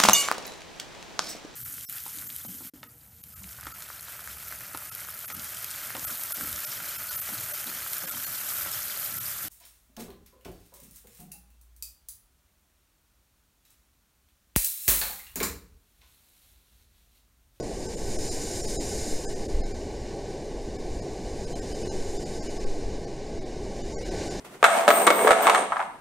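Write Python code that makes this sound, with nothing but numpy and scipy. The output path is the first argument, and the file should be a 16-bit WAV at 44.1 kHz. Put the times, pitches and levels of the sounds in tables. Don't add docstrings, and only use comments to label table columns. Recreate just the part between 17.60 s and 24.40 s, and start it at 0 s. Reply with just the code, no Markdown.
import sys
import numpy as np
from scipy import signal
from scipy.fft import rfft, irfft, next_fast_len
from scipy.io import wavfile
from scipy.ndimage import uniform_filter1d

SR = 44100
rng = np.random.default_rng(int(sys.argv[2]) if len(sys.argv) > 2 else 0)


def persist_wave(psi):
    counts = np.round(np.clip(psi, -1, 1) * 32767).astype(np.int16)
    wavfile.write(sys.argv[1], SR, np.atleast_2d(counts).T)


def gain_from_decibels(decibels):
    exponent = np.asarray(decibels, float) / 20
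    return 10 ** exponent


N = 299828

# frequency in Hz, level in dB per Hz.
HEAVE_SPECTRUM = [(.5, -12), (2, 0), (8, -1), (14, -4), (20, -30), (60, -140)]
# frequency in Hz, level in dB per Hz.
BUFFET_SPECTRUM = [(8.2, -37), (14, -7), (29, -1), (120, -20), (160, -53), (260, -120)]
# peak in seconds, level in dB.
PUSHES = [
    (.57, -28),
    (1.05, -35),
    (1.53, -29),
    (1.78, -34),
    (3.26, -38),
    (3.86, -37),
    (4.41, -29),
    (5.07, -25),
    (5.79, -37),
    (6.27, -37),
]
# peak in seconds, level in dB.
GUSTS = [(.15, -37.5), (.45, -35.5), (.58, -36.5), (1.06, -38), (1.17, -34), (1.3, -34.5), (1.4, -32),
         (1.9, -33.5), (2.2, -33), (2.421, -38), (3.0, -34.5), (3.351, -30), (3.7, -35.5), (3.961, -35.5),
         (4.11, -35.5), (4.55, -36), (4.8, -37), (5.04, -33.5), (5.259, -31.5), (5.5, -36), (5.75, -36.5),
         (6.0, -34.5), (6.28, -33), (6.49, -33)]
# frequency in Hz, level in dB per Hz.
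ROAR_SPECTRUM = [(47, -20.5), (80, -4.5), (102, -6.5), (211, -5.5), (260, -5.5), (410, 0.5), (523, -7),
                 (815, -11.5), (938, -20.5), (1120, -23), (1260, -34.5), (1300, -37.5), (1690, -59.5),
                 (2860, -120)]
# frequency in Hz, level in dB per Hz.
FOAM_SPECTRUM = [(850, -38), (1450, -1), (2030, 0.5), (2330, 0.5), (2720, -8.5), (2950, -6.5), (3250, -4.5),
                 (4200, -1.5), (6290, -3), (9050, -15.5), (10500, -50.5), (14000, -54), (15200, -52)]
# frequency in Hz, level in dB per Hz.
SPRAY_SPECTRUM = [(1940, -58), (3300, -16.5), (3820, -9), (4460, -9.5), (5100, -0.5), (5540, -6),
                  (7160, 1.5), (7940, -7), (8850, -4), (10300, -10), (10500, -12.5), (12000, -18),
                  (14400, -27), (15200, -27)]
# peak in seconds, level in dB.
BOOMS = [
    (0.0, -35),
    (1.211, -38.5),
    (1.9, -39.5),
    (2.55, -41),
    (4.26, -37),
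    (6.53, -33.5),
    (6.62, -36.5),
    (6.75, -36.5),
]
# crest in seconds, build-up in seconds, hold in seconds,
# foam level in dB, spray level in dB.
WAVES = [
    (-.2, .5, .3, -57, -59),
    (0.637, .75, 0.85, -52, -39),
    (0.977, 0.57, .25, -57, -42.5),
    (4.153, 1.3, 0.77, -53.5, -49),
    (6.593, .6, 0.11, -48, -47.5),
]
# centre in Hz, width in Hz, gain in dB.
HOUSING_RESPONSE = [(1258, 83, -5.5), (1407, 80, -8), (1518, 70, 3), (2720, 180, 2.5), (2902, 160, 6),
                    (3317, 150, -8.5), (5153, 400, 1), (5916, 180, -0.5), (6200, 80, -1.5),
                    (7030, 510, 0.5), (7800, 340, -1), (9540, 190, -3.5), (10310, 400, -6.5),
                    (12050, 200, -.5), (15200, 420, -10)]
# frame number, lines left above the roar, lowest line in Hz.
STARVED_FIRST = [(12, 9, 1535), (16, 3, 6973), (26, 8, 5145), (47, 11, 5379), (49, 12, 4676),
                 (54, 11, 3926), (55, 4, 4957), (77, 8, 1559), (78, 16, 1723), (87, 0, 0), (95, 11, 1559),
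                 (99, 4, 2355), (148, 3, 1723), (180, 8, 1535), (193, 7, 3059), (200, 11, 4043),
                 (201, 18, 1559), (214, 9, 3574), (224, 5, 4676), (228, 10, 2238), (233, 4, 1113),
                 (236, 4, 1090), (255, 5, 1770), (271, 4, 2191), (273, 10, 1066), (291, 7, 2941),
                 (296, 9, 2098), (299, 8, 1934), (301, 5, 2191)]
# frame number, lines left above the roar, lowest line in Hz.
STARVED_SECOND = [(0, 7, 1090), (32, 18, 4066), (81, 8, 1840), (94, 6, 1770), (159, 8, 1863),
                  (184, 4, 3105), (187, 5, 1559), (198, 8, 2566), (217, 3, 4676), (225, 12, 1066),
                  (297, 7, 1113), (298, 5, 1559), (304, 6, 1535), (313, 6, 1512)]
# frequency in Hz, step in dB re line height.
STARVED_STEP = [(1000, 1.5), (5000, 0.5), (7200, 1), (9000, -4), (9600, -5.5), (10000, 4)]
# frequency in Hz, level in dB re its share.
LEAK = [(1000, -8), (4000, -7), (6000, -1), (10000, 4)]
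# frequency in Hz, step in dB.
GRAIN = [(5000, 0), (8000, 2), (12000, 4)]
# frequency in Hz, step in dB.
FINEST_STEP = [(9000, -82), (12000, -72), (13500, -69), (14900, -68), (15100, -58), (15500, -54)]
# frequency in Hz, level in dB per Hz.
WIDE_SPECTRUM = [(4500, -60), (4620, -5), (5700, -5), (5800, -60), (6800, -60), (6900, 0), (7600, -1),
                 (8250, -9), (8350, -60)]

FOAM_REST_DB, SPRAY_REST_DB, ROAR_REST_DB = -57, -61, -36.5
WAVE_BUILD_DB = 13.5
LINK_SR, FRAME, ROAR_LINES = 48000, 1024, 44


def at_hz(points, hz):
    log_hz = np.log(np.array(points)[:, 0])
    return np.interp(np.log(hz + 0.0012), log_hz, np.array(points)[:, 1])


def shaped(x, db_at):
    size = next_fast_len(N)
    gain = gain_from_decibels(db_at(np.fft.rfftfreq(size, 1 / SR)))
    return irfft(rfft(x, size) * gain, size)[:N]


def noise(spectrum):
    x = shaped(rng.standard_normal(N), lambda hz: at_hz(spectrum, hz))
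    return x / x.std()


def drift(rate_hz):
    return noise([(rate_hz, 0), (rate_hz * 30, -60)])


def evened(spectrum, over_s):
    eddies, span = noise(spectrum), int(over_s * SR)
    swell = uniform_filter1d(uniform_filter1d(eddies ** 2, span), span)
    return eddies / np.sqrt(swell + .15)


def swells(rest_db, s, db, rise_db_per_s, hold_s, fall_db_per_s):
    hop = 64
    t = np.arange(0, N + hop, hop)[:, None] / SR - s
    climb_db = rise_db_per_s * np.maximum(-t, 0)
    fall_db = fall_db_per_s * np.maximum(t - hold_s, 0)
    power = gain_from_decibels(2 * (db - climb_db - fall_db)).sum(axis=1)
    power = np.interp(np.arange(N) / hop, np.arange(len(t)), power)
    return 10 * np.log10(gain_from_decibels(2 * rest_db) + power)


def slam():
    start_s, peak_db, hz, t60_s, crest_t60_s = 1.916, -15, 21.5, 0.8, .35
    t = np.maximum(np.arange(N) / SR - start_s, 0)
    swing = -np.sin(2 * np.pi * hz * t) * gain_from_decibels(-60 * t / t60_s)
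    overtones = np.sin(6 * np.pi * hz * t) - np.cos(4 * np.pi * hz * t)
    crest = overtones * gain_from_decibels(-60 * t / crest_t60_s)
    onset = 1 - np.exp(-t / .02)
    return gain_from_decibels(peak_db) * onset * (swing + .6 * crest)


def wind():
    gust_db = swells(-40.5, *np.transpose(GUSTS), rise_db_per_s=109, hold_s=0, fall_db_per_s=110.5)
    lumps = gain_from_decibels(gust_db + 1.17 * drift(8.0)) * evened(BUFFET_SPECTRUM, over_s=.05)
    push_db = swells(-48, *np.transpose(PUSHES), rise_db_per_s=60, hold_s=0, fall_db_per_s=40)
    heave = gain_from_decibels(push_db + 1.5) * evened(HEAVE_SPECTRUM, over_s=.15)
    return lumps + heave - heave.mean() + slam()


def roar():
    s, build_s, hold_s, crest_db, _ = np.transpose(WAVES)
    foam_db = swells(FOAM_REST_DB, s, crest_db, WAVE_BUILD_DB / build_s, hold_s, 13.5)
    boom_db = swells(ROAR_REST_DB, *np.transpose(BOOMS), rise_db_per_s=200, hold_s=0, fall_db_per_s=72)
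    follow_db = .2 * (foam_db - FOAM_REST_DB)
    surge_db = 0.29 * drift(3.1)
    return gain_from_decibels(boom_db + follow_db + surge_db) * noise(ROAR_SPECTRUM)


def foam():
    s, build_s, hold_s, crest_db, _ = np.transpose(WAVES)
    rise = WAVE_BUILD_DB / build_s
    foam_db = swells(FOAM_REST_DB, s, crest_db, rise, hold_s, fall_db_per_s=13.5)
    foam_db = swells(foam_db, s, crest_db - 8, rise, hold_s, fall_db_per_s=2.5)
    return gain_from_decibels(foam_db + 4.0 + 0.66 * drift(10)) * noise(FOAM_SPECTRUM)


def spray():
    s, build_s, hold_s, _, crest_db = np.transpose(WAVES)
    rise = WAVE_BUILD_DB / build_s
    spray_db = swells(SPRAY_REST_DB, s, crest_db, rise, hold_s, fall_db_per_s=30.5)
    spray_db = swells(spray_db, s, crest_db - 16.5, rise, hold_s, fall_db_per_s=5)
    flicker_db, hiss = .8 * drift(8.0), noise(SPRAY_SPECTRUM)
    highpass = signal.butter(2, 9520, "high", fs=SR, output="sos")
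    fine = signal.sosfilt(highpass, hiss)
    reach_db = swells(SPRAY_REST_DB, s, crest_db, rise, hold_s, fall_db_per_s=6)
    dull = gain_from_decibels(.25 * (reach_db - crest_db.max()) + 1.5)
    return gain_from_decibels(spray_db + flicker_db) * (hiss + (dull - 1) * fine)


def sea():
    return roar() + foam() + spray()


def housing(hz):
    total_db = 0
    for centre_hz, width_hz, db in HOUSING_RESPONSE:
        total_db = total_db + db * np.exp(-.5 * ((hz - centre_hz) / (width_hz / 2)) ** 2)
    return total_db


def scene():
    return np.tile(shaped(sea(), housing) + wind(), (2, 1))


def starve(lines, hz, count, lowest_hz, leak_db):
    is_roar = np.arange(FRAME) < ROAR_LINES
    hiss = np.sqrt(np.mean((lines * ~is_roar) ** 2))
    lone_line_db = 22 - 1.2 * np.log2(count + 1)
    step = np.where(is_roar, gain_from_decibels(-17.5), hiss * gain_from_decibels(lone_line_db + at_hz(STARVED_STEP, hz)))
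    height = np.abs(lines) / step
    kept = np.floor(height + .5) * is_roar
    if count:
        lowest, top = np.searchsorted(hz, [lowest_hz + 1, 9400]) - 1
        tallest = np.argsort(-height[lowest + 1:top])[:count - 1]
        kept[lowest] = 1
        kept[lowest + 1 + tallest] = 1
    leak = gain_from_decibels(leak_db + at_hz(LEAK, hz)) * lines
    return np.where(kept > 0, np.sign(lines) * kept * step, leak)


def thin_link(x, grid, starved, sharp, step_db, leak_db, lone_db):
    n, k = np.arange(2 * FRAME) + .5, np.arange(FRAME) + .5
    basis = np.cos(np.pi / FRAME * (n + FRAME / 2) * k[:, None]) * np.sqrt(2 / FRAME)
    hz = k * LINK_SR / (2 * FRAME)
    blocks = np.pad(x, (2 * FRAME - grid, 3 * FRAME))
    blocks = blocks[:len(blocks) // FRAME * FRAME].reshape(-1, FRAME)

    turn = np.tile(k / FRAME, (len(blocks), 1))
    turn[np.array(sharp) + 2] = np.clip(.5 + 8 * (k / FRAME - .5), 0, 1)
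    window = np.hstack([np.sin(np.pi / 2 * turn[:-1]), np.cos(np.pi / 2 * turn[1:])])
    lines = (window * np.hstack([blocks[:-1], blocks[1:]])) @ basis.T

    bands = np.sqrt(np.mean(lines.reshape(len(lines), -1, 16) ** 2, axis=2))
    roar_finer_db = -10 * (k < ROAR_LINES)
    local = gain_from_decibels(step_db + at_hz(GRAIN, hz) + roar_finer_db) * np.repeat(bands, 16, axis=1)
    ragged_db = 6 * uniform_filter1d(rng.standard_normal(bands.shape), size=3, axis=0)
    step = np.maximum(local, gain_from_decibels(at_hz(FINEST_STEP, hz) + np.repeat(ragged_db, 16, axis=1)))
    rounded = np.sign(lines) * np.floor(np.abs(lines) / step + .41) * step

    for frame, count, lowest_hz in starved:
        lone = not any(abs(row[0] - frame) == 1 for row in starved)
        lone = lone / 2 if frame in sharp else lone
        rounded[frame + 1] = starve(lines[frame + 1], hz, count, lowest_hz, leak_db + lone * lone_db)

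    halves, out = window * (rounded @ basis), np.zeros_like(blocks)
    out[:-1] += halves[:, :FRAME]
    out[1:] += halves[:, FRAME:]
    return out.ravel()[2 * FRAME - grid:][:len(x)]


def wide_frame():
    centre_s, length_s, level_db = 0.628, .046, -43
    phase = np.clip((np.arange(N) / SR - centre_s) / length_s, -.5, .5)
    return gain_from_decibels(level_db) * np.cos(np.pi * phase) ** 2 * noise(WIDE_SPECTRUM)


def band_limit(x):
    return signal.sosfilt(signal.butter(12, 15400, fs=SR, output="sos"), x)


def record(dry):
    fast = signal.resample_poly(dry[0], 160, 147)
    fast = thin_link(fast, 1015, STARVED_FIRST, sharp=[26, 76, 99, 235],
                     step_db=-4.0, leak_db=-22.5, lone_db=4.5)
    fast = thin_link(fast, 884, STARVED_SECOND, sharp=[94, 184],
                     step_db=-4.5, leak_db=-34, lone_db=12)
    mono = signal.resample_poly(fast, 147, 160)[:N] - .00055
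    mix = mono + wide_frame() * [[1], [-1]]
    return band_limit(mix)


dry = scene()
out = record(dry)
persist_wave(out)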